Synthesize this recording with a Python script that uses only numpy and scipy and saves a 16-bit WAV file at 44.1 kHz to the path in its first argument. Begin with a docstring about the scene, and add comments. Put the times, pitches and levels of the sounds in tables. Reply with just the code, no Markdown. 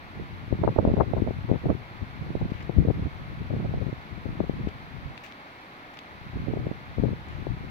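"""A waterfall and a river rush far below the rim of an open canyon; two microphones hiss faintly.
From the start, gusts buffet each microphone port on its own; from 0.5 s hard eddies slap the ports
and leave short churning wakes. An insect buzzes once at 1.4 s. From 2.4 s dry grit crackles nearby
now and then. The wind lulls from about 5.2 to 6.2 s, then gusts again."""
import sys
import numpy as np
from scipy import signal
from scipy.fft import rfft, irfft
from scipy.io import wavfile
from scipy.ndimage import uniform_filter1d, minimum_filter1d

SR = 44100
rng = np.random.default_rng(int(sys.argv[2]) if len(sys.argv) > 2 else 0)


def to_wav(sig):
    """Store sig (one row per channel, or 1-D mono) as 16-bit WAV at the path in sys.argv[1].

    Samples outside -1..1 are clipped; the rate is SR.
    """
    pcm = np.clip(np.atleast_2d(sig), -1, 1) * 32767
    pcm = np.round(pcm).astype(np.int16)
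    wavfile.write(sys.argv[1], SR, pcm.T)  # frames by channels


N = 339570
TIME_S = np.arange(N) / SR
FREQ_HZ = np.fft.rfftfreq(N, 1 / SR)


def gain_of(db):
    """Decibels to amplitude."""
    return 10 ** (np.asarray(db) / 20)


def unit_rms(x):
    """Scale to rms 1."""
    return x / np.sqrt(np.mean(x ** 2) + 1e-20)


def curves(table, hz=FREQ_HZ):
    """Value columns of a table, interpolated over log frequency."""
    table_hz, *columns = np.transpose(table)
    return np.array([np.interp(np.log(hz + 1), np.log(table_hz + 1), c) for c in columns])


def add(mix, at_s, sound):
    """Mix a sound in, in place."""
    part = mix[..., max(round(at_s * SR), 0):][..., :sound.shape[-1]]
    part += sound[..., :part.shape[-1]]


def white():
    """White noise spectrum, unit power per Hz."""
    return rfft(rng.standard_normal(N)) * np.sqrt(SR / 2)


def wander(rate_hz):
    """Smooth random curve, rms 1."""
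    return unit_rms(irfft(white() * np.exp(-(FREQ_HZ / rate_hz) ** 2) * (FREQ_HZ > 0), N))


# Distant water: f/Hz, left density/dB, right density/dB
WATER_SPECTRUM = [(30, -82, -95), (100, -77, -80.5), (270, -78, -76.5), (460, -82, -82),
                  (764, -78.5, -78.5), (1400, -80.5, -78.5), (1990, -82, -80.5), (2147, -79.5, -83.5),
                  (2990, -88.5, -94), (3360, -89, -91), (4280, -96.5, -91.5), (5320, -104.5, -102.6),
                  (6000, -104.8, -106.4), (6800, -112.6, -113.5)]
# Water between the ports: f/Hz, coherence/1, left lead/rad
WATER_COHERENCE = [(100, 0.61, 0.0), (300, 0.98, 0.2), (520, 0.83, 1.1), (750, 0.72, 0.9),
                   (1150, 0.56, 2.4), (1500, 0.74, 3.0), (1900, 0.43, 4.2), (2300, 0.65, 6.0),
                   (2600, 0.38, 6.1), (2800, 0.19, 5.0), (3300, 0.45, 4.6), (3700, 0.14, 5.6),
                   (4000, 0.27, 7.2), (4600, 0.18, 8.8), (5200, 0.34, 10.2), (5900, 0.09, 11.6)]


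def water(swell_db=0.2, cutoff_hz=7000):
    """Countless far splashes merge into a smooth rush that reaches the left port first."""
    coherence, lead_rad = curves(WATER_COHERENCE)
    left = white()
    right = (coherence * left + np.sqrt(1 - coherence ** 2) * white()) * np.exp(-1j * lead_rad)
    distance_loss = 1 / np.hypot(1, (FREQ_HZ / cutoff_hz) ** 10)
    rush = irfft(np.array([left, right]) * gain_of(curves(WATER_SPECTRUM)) * distance_loss, N)
    return rush * gain_of(swell_db * wander(rate_hz=3.6))


# Microphone self-noise: f/Hz, left density/dB, right density/dB
HISS_SPECTRUM = [(7000, -116, -116), (8440, -115.5, -116.5), (10600, -112.1, -115.6),
                 (15000, -112.2, -114.2)]


def hiss():
    """Independent self-noise of two microphones."""
    return irfft(np.array([white(), white()]) * gain_of(curves(HISS_SPECTRUM)), N)


# Light air between gusts: t/s, level/dB
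BREEZE_LEVELS = [(0, -48.5), (.3, -37.5), (1.35, -31.5), (1.93, -43.5), (2.3, -36), (3.15, -39.5),
                 (3.75, -30), (4.03, -48), (4.35, -35.5), (5.12, -45), (5.26, -70), (6.02, -63),
                 (6.27, -38), (6.5, -46.5), (6.87, -42), (7.1, -39), (7.7, -36)]


def breeze(port, right_db=-5, knee_hz=280):
    """Slow air makes a dull rumble. Returns flow: rows of power and power * knee_hz."""
    level_db = np.interp(TIME_S, *np.transpose(BREEZE_LEVELS)) + port * right_db
    return np.outer([1, knee_hz], gain_of(level_db) ** 2)


# Turbulent pressure: f/Hz, relative density/dB
TURBULENCE_SPECTRUM = [(15, -35), (40, -6), (65, -2), (110, 1), (200, -4.5), (400, -9), (800, -15),
                       (1600, -16)]


def turbulence(knee_hz, lump_db=5, lump_octaves=0.28, rolloff_order=3.96):
    """Sputtering rumble, running rms 1; eddies above a moving knee frequency die away."""
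    lumps = np.clip(wander(rate_hz=60), -2, 1.8)
    cutoff_hz = knee_hz * 2 ** (lump_octaves * (lumps - 1))  # strong lumps of air are sharpest
    colour = gain_of(curves(TURBULENCE_SPECTRUM)[0]) / np.hypot(1, (FREQ_HZ / 1600) ** 4)
    eddies = rfft(unit_rms(irfft(white() * colour, N)))
    centres_hz = np.geomspace(100, 3200, 11)
    rumble = np.zeros(N)
    for hz, share in zip(centres_hz, np.eye(len(centres_hz))):
        band = irfft(eddies * np.interp(FREQ_HZ, centres_hz, share), N)
        rumble += band / np.hypot(1, (hz / cutoff_hz) ** rolloff_order)
    leak = signal.butter(2, 42, "highpass", fs=SR, output="sos")  # slow pressure leaks away
    rumble = signal.sosfilt(leak, rumble * gain_of(lump_db * lumps))
    window = signal.windows.hann(2201)
    power = signal.oaconvolve(rumble ** 2, window / window.sum(), "same")
    return rumble / np.sqrt(abs(power) + 1e-9)


def buffet(air_db, knee_hz, trim_db=-1.5, depth_db=3, db_per_octave=14):
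    """Wind comes in random flurries; faster air is louder and brighter."""
    flurry_db = depth_db * np.clip(wander(rate_hz=32.2), -2, 2)
    rumble = turbulence(knee_hz * 2 ** (flurry_db / db_per_octave))
    return rumble * gain_of(air_db + flurry_db + trim_db)


def slap(at_s, peak_db, hz, skew=0.24, stretch=0.88, rebound_ratio=0.32, lead_s=0.006):
    """An eddy sucks sharply at a port; pressure rebounds and settles. Returns start/s, pulse."""
    t = np.arange(round(5 * lead_s * SR)) / SR - lead_s
    warped_time = np.log(np.maximum(1 + skew * 2 * np.pi * stretch * hz * t, 1e-6)) / skew
    suction = -np.exp(-warped_time ** 2 / 2)
    rebound_rad_s = 2 * np.pi * rebound_ratio * hz  # smaller eddies rebound sooner
    high_pass = signal.bilinear([1, 0, 0], [1, 2 * rebound_rad_s, rebound_rad_s ** 2], SR)
    pulse = signal.lfilter(*high_pass, suction)
    return at_s - lead_s, gain_of(peak_db) * pulse / abs(pulse).max()


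def small_eddies(air_db, knee_hz, above_air_db=9, knee_ratio=0.52, spread_octaves=0.26):
    """Random small slaps crowd together as the wind gets sharper."""
    out = np.zeros(N)
    rate_per_s = 18 * (knee_hz / 450) ** 2
    chance, spread = rng.random(N), rng.standard_normal(N)
    for i in np.flatnonzero(chance < rate_per_s / SR):
        hz = knee_ratio * knee_hz[i] * 2 ** (spread_octaves * spread[i])
        add(out, *slap(TIME_S[i], air_db[i] + above_air_db, hz))
    return out


# Gusts at the ports: t/s, hold/s, left level/dB, right level/dB, knee f/Hz
GUST_EVENTS = [(0.175, 0.041, -33, -31.5, 408), (0.513, 0.027, -31.5, -31.5, 523),
               (0.595, 0.11, -26.5, -27.5, 460), (0.828, 0.09, -24.5, -24, 630),
               (0.967, 0.051, -21, -24, 850), (1.085, 0.014, -25.5, -35, 424),
               (1.175, 0.1, -28.5, -29.5, 676), (1.499, 0.041, -22.5, -30, 720),
               (1.657, 0.053, -23.5, -22.5, 606), (1.741, 0.01, -27, -49, 302),
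               (2.018, 0.016, -27.5, -41, 243), (2.212, 0.078, -47, -32, 340),
               (2.415, 0.04, -28.5, -25, 400), (2.776, 0.036, -15.5, -26.5, 306),
               (2.835, 0.07, -21.5, -31, 400), (2.952, 0.11, -29, -25, 360),
               (3.385, 0.043, -36, -31.5, 312), (3.513, .25, -28, -29, 483),
               (3.822, 0.067, -27.5, -58, 420), (4.111, 0.067, -32, -50, 297.5),
               (4.259, 0.055, -28, -36, 338), (4.396, 0.029, -24, -40.5, 520),
               (4.518, 0.14, -33, -34.5, 305), (4.94, 0.058, -37, -72, 270), (5.039, 0.06, -44, -33, 292),
               (6.344, 0.096, -32, -30.5, 263), (6.491, 0.02, -52, -21.5, 536),
               (6.536, 0.14, -27, -33.5, 460), (6.988, 0.14, -22.5, -35, 395), (7.34, 0.074, -30, -56, 280),
               (7.479, 0.057, -26, -37, 270)]


def gusts(port, rise_s=0.013, fall_s=0.017):
    """Each gust arrives fast, holds and dies a little more slowly. 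Returns flow."""
    flow = np.zeros((2, N))
    for start_s, hold_s, *ports_db, knee_hz in GUST_EVENTS:
        t = np.arange(-5 * rise_s, hold_s + 5 * fall_s, 1 / SR)
        envelope = np.exp(np.minimum(t, 0) / rise_s - np.maximum(t - hold_s, 0) / fall_s)
        power = (gain_of(ports_db[port]) * envelope) ** 2
        add(flow, start_s + t[0], np.outer([1, knee_hz], power))
    return flow


# Hardest eddies: t/s, peak level/dB, nominal f/Hz, port (0 left, 1 right)
EDDY_EVENTS = [(0.5272, -6, 308, 0), (0.6384, -7, 654, 1), (0.6778, -4, 640, 0), (0.763, -12, 477, 1),
               (0.789, 1, 530, 1), (0.8519, -3.5, 470, 0), (0.9397, -7, 360, 0), (0.9706, -32, 443, 1),
               (1.009, -9.5, 850, 0), (1.1367, -7, 424, 1), (1.1682, -11.5, 428, 0), (1.2223, -4.5, 215, 0),
               (1.2755, -14, 473, 1), (1.309, -12, 334, 0), (1.5004, -17, 445, 0), (1.5157, -5, 357, 0),
               (1.703, -7.5, 530, 1), (2.305, -19, 280, 1), (2.3536, -9, 350, 1), (2.52, -14.5, 230, 0),
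               (2.696, -12, 400, 0), (2.8517, -11.5, 309, 1), (2.8859, -6.5, 300, 0),
               (3.5384, -13.5, 320, 0), (3.7395, -16.5, 436, 1), (3.929, -17, 280, 1),
               (4.2914, -21, 261, 0), (4.4041, -10, 520, 0), (4.4969, -10, 340, 0), (4.673, -10.5, 250, 0),
               (6.3723, -17, 262, 1), (6.4842, -16, 320, 1), (6.5374, -11.5, 345, 0),
               (6.573, -13.5, 332, 0), (6.6683, -16.5, 371, 0), (6.7148, -14.5, 320, 1),
               (6.9843, -15, 328, 0), (7.038, -6, 308, 0), (7.4693, -14.5, 430, 0)]


def hard_eddies(port, wake_db=-14, rise_s=0.005, fall_s=0.014, knee_ratio=1.5):
    """Each hard eddy slaps one port and churns the air behind it. Returns slaps, wake flow."""
    slaps, wakes = np.zeros(N), np.zeros((2, N))
    t = np.arange(-3 * rise_s, 3 * fall_s, 1 / SR)
    envelope = np.exp(-(t / np.where(t < 0, rise_s, fall_s)) ** 2)
    for at_s, peak_db, hz, side in EDDY_EVENTS:
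        if round(side) == port:
            add(slaps, *slap(at_s, peak_db, hz))
            power = (gain_of(peak_db + wake_db) * envelope) ** 2
            add(wakes, at_s + t[0], np.outer([1, knee_ratio * hz], power))
    return slaps, wakes


# Port cavity response: f/Hz, gain/dB
PORT_RESPONSE = [(120, 1), (240, -2), (450, -1), (680, 1.5), (950, -0.5), (1400, -1.5), (2400, -3.5)]


def wind():
    """Each port sits in its own turbulence, made slightly hollow by its small cavity."""
    pressure = np.zeros((2, N))
    for port in range(2):
        slaps, wakes = hard_eddies(port)
        power, weighted_knee = breeze(port) + gusts(port) + wakes
        air_db, knee_hz = 10 * np.log10(power), weighted_knee / power
        pressure[port] = buffet(air_db, knee_hz) + small_eddies(air_db, knee_hz) + slaps
    return irfft(rfft(pressure) * gain_of(curves(PORT_RESPONSE)), N)


def insect(at_s=1.37, half_width_s=0.056, pitch_hz=10400, half_width_hz=280, level_db=-81):
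    """One faint, narrow buzz from the dry grass."""
    band = np.exp(-((FREQ_HZ - pitch_hz) / half_width_hz) ** 2)
    buzz = irfft(np.array([white(), white()]) * band, N)
    envelope = np.exp(-((TIME_S - at_s) / half_width_s) ** 2)
    return gain_of(level_db) * unit_rms(buzz) * envelope


# Grit crackles: t/s, relative level/dB, decay/s, tilt/(dB/octave)
GRIT_EVENTS = [(2.401, -51, .005, -2), (2.502, -53, .008, 4), (2.533, -52, 0.085, -4),
               (2.605, -43.5, 0.016, -10), (2.624, -50.5, 0.0097, 4), (4.685, -45, 0.0073, 0),
               (5.177, -36, 0.003, -0.5), (5.236, -52, 0.029, 11.5), (5.238, -45, 0.023, -9),
               (5.263, -43, 0.0037, 3), (5.270, -54, 0.028, 4), (5.314, -47, 0.0034, -1),
               (5.323, -36, 0.0014, 0), (5.936, -57, .015, 6), (5.971, -42, 0.004, 0),
               (5.989, -38, 0.0038, 2.5), (7.284, -52.5, .008, 6), (7.3, -54.5, 0.11, -3)]
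# Grit colour: f/Hz, relative density/dB
GRIT_SPECTRUM = [(30, -70), (700, -31), (1800, 12.5), (2900, 12.5), (4200, -0.5), (6400, -6), (7800, -15),
                 (11000, -29), (16000, -24)]


def grit(trim_db=-1, pan_left_db=4, grain_db=2, rise_s=0.00027, samples=8192):
    """Dry grit crackles in short clusters of tiny uneven snaps."""
    out = np.zeros((2, N))
    t, hz = np.arange(samples) / SR, np.fft.rfftfreq(samples, 1 / SR)
    for at_s, level_db, decay_s, tilt_db in GRIT_EVENTS:
        snaps = rng.standard_normal((2, samples))
        snaps *= gain_of(grain_db * np.minimum(rng.exponential(1, samples), 4))
        colour = gain_of(curves(GRIT_SPECTRUM, hz) + tilt_db * np.log2(hz + 1000))
        envelope = (1 - np.exp(-t / rise_s)) * np.exp(-(t / decay_s) ** 2)
        burst = unit_rms(irfft(rfft(snaps) * colour, samples) * envelope)
        add(out, at_s, gain_of(level_db + trim_db) * burst * np.sqrt(np.mean(envelope ** 2)))
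    return out * gain_of([[pan_left_db], [-pan_left_db]])


def limiter(x, threshold_db=-5, slope=0.346, release_db_per_s=45):
    """The hardest slaps pull both channels down, smoothly and just ahead of the peak."""
    peak_db = 20 * np.log10(abs(x).max(0) + 1e-9)
    cut_db = slope * np.maximum(peak_db - threshold_db, 0)
    release_db = TIME_S * release_db_per_s
    gain_db = release_db - np.maximum.accumulate(cut_db + release_db)
    held_db = minimum_filter1d(gain_db, size=260)
    return x * gain_of(uniform_filter1d(uniform_filter1d(held_db, size=130), size=130))


def scene():
    """Far water, hiss, wind on the ports, then an insect and grit close by."""
    return water() + hiss() + wind() + insect() + grit()


def record(dry, cutoff_hz=15800):
    """Limiter, then low-pass."""
    low_pass = signal.firwin(511, cutoff_hz, window=("kaiser", 9), fs=SR)
    return signal.oaconvolve(limiter(dry), low_pass[None], "same", axes=1)


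dry = scene()
out = record(dry)
to_wav(out)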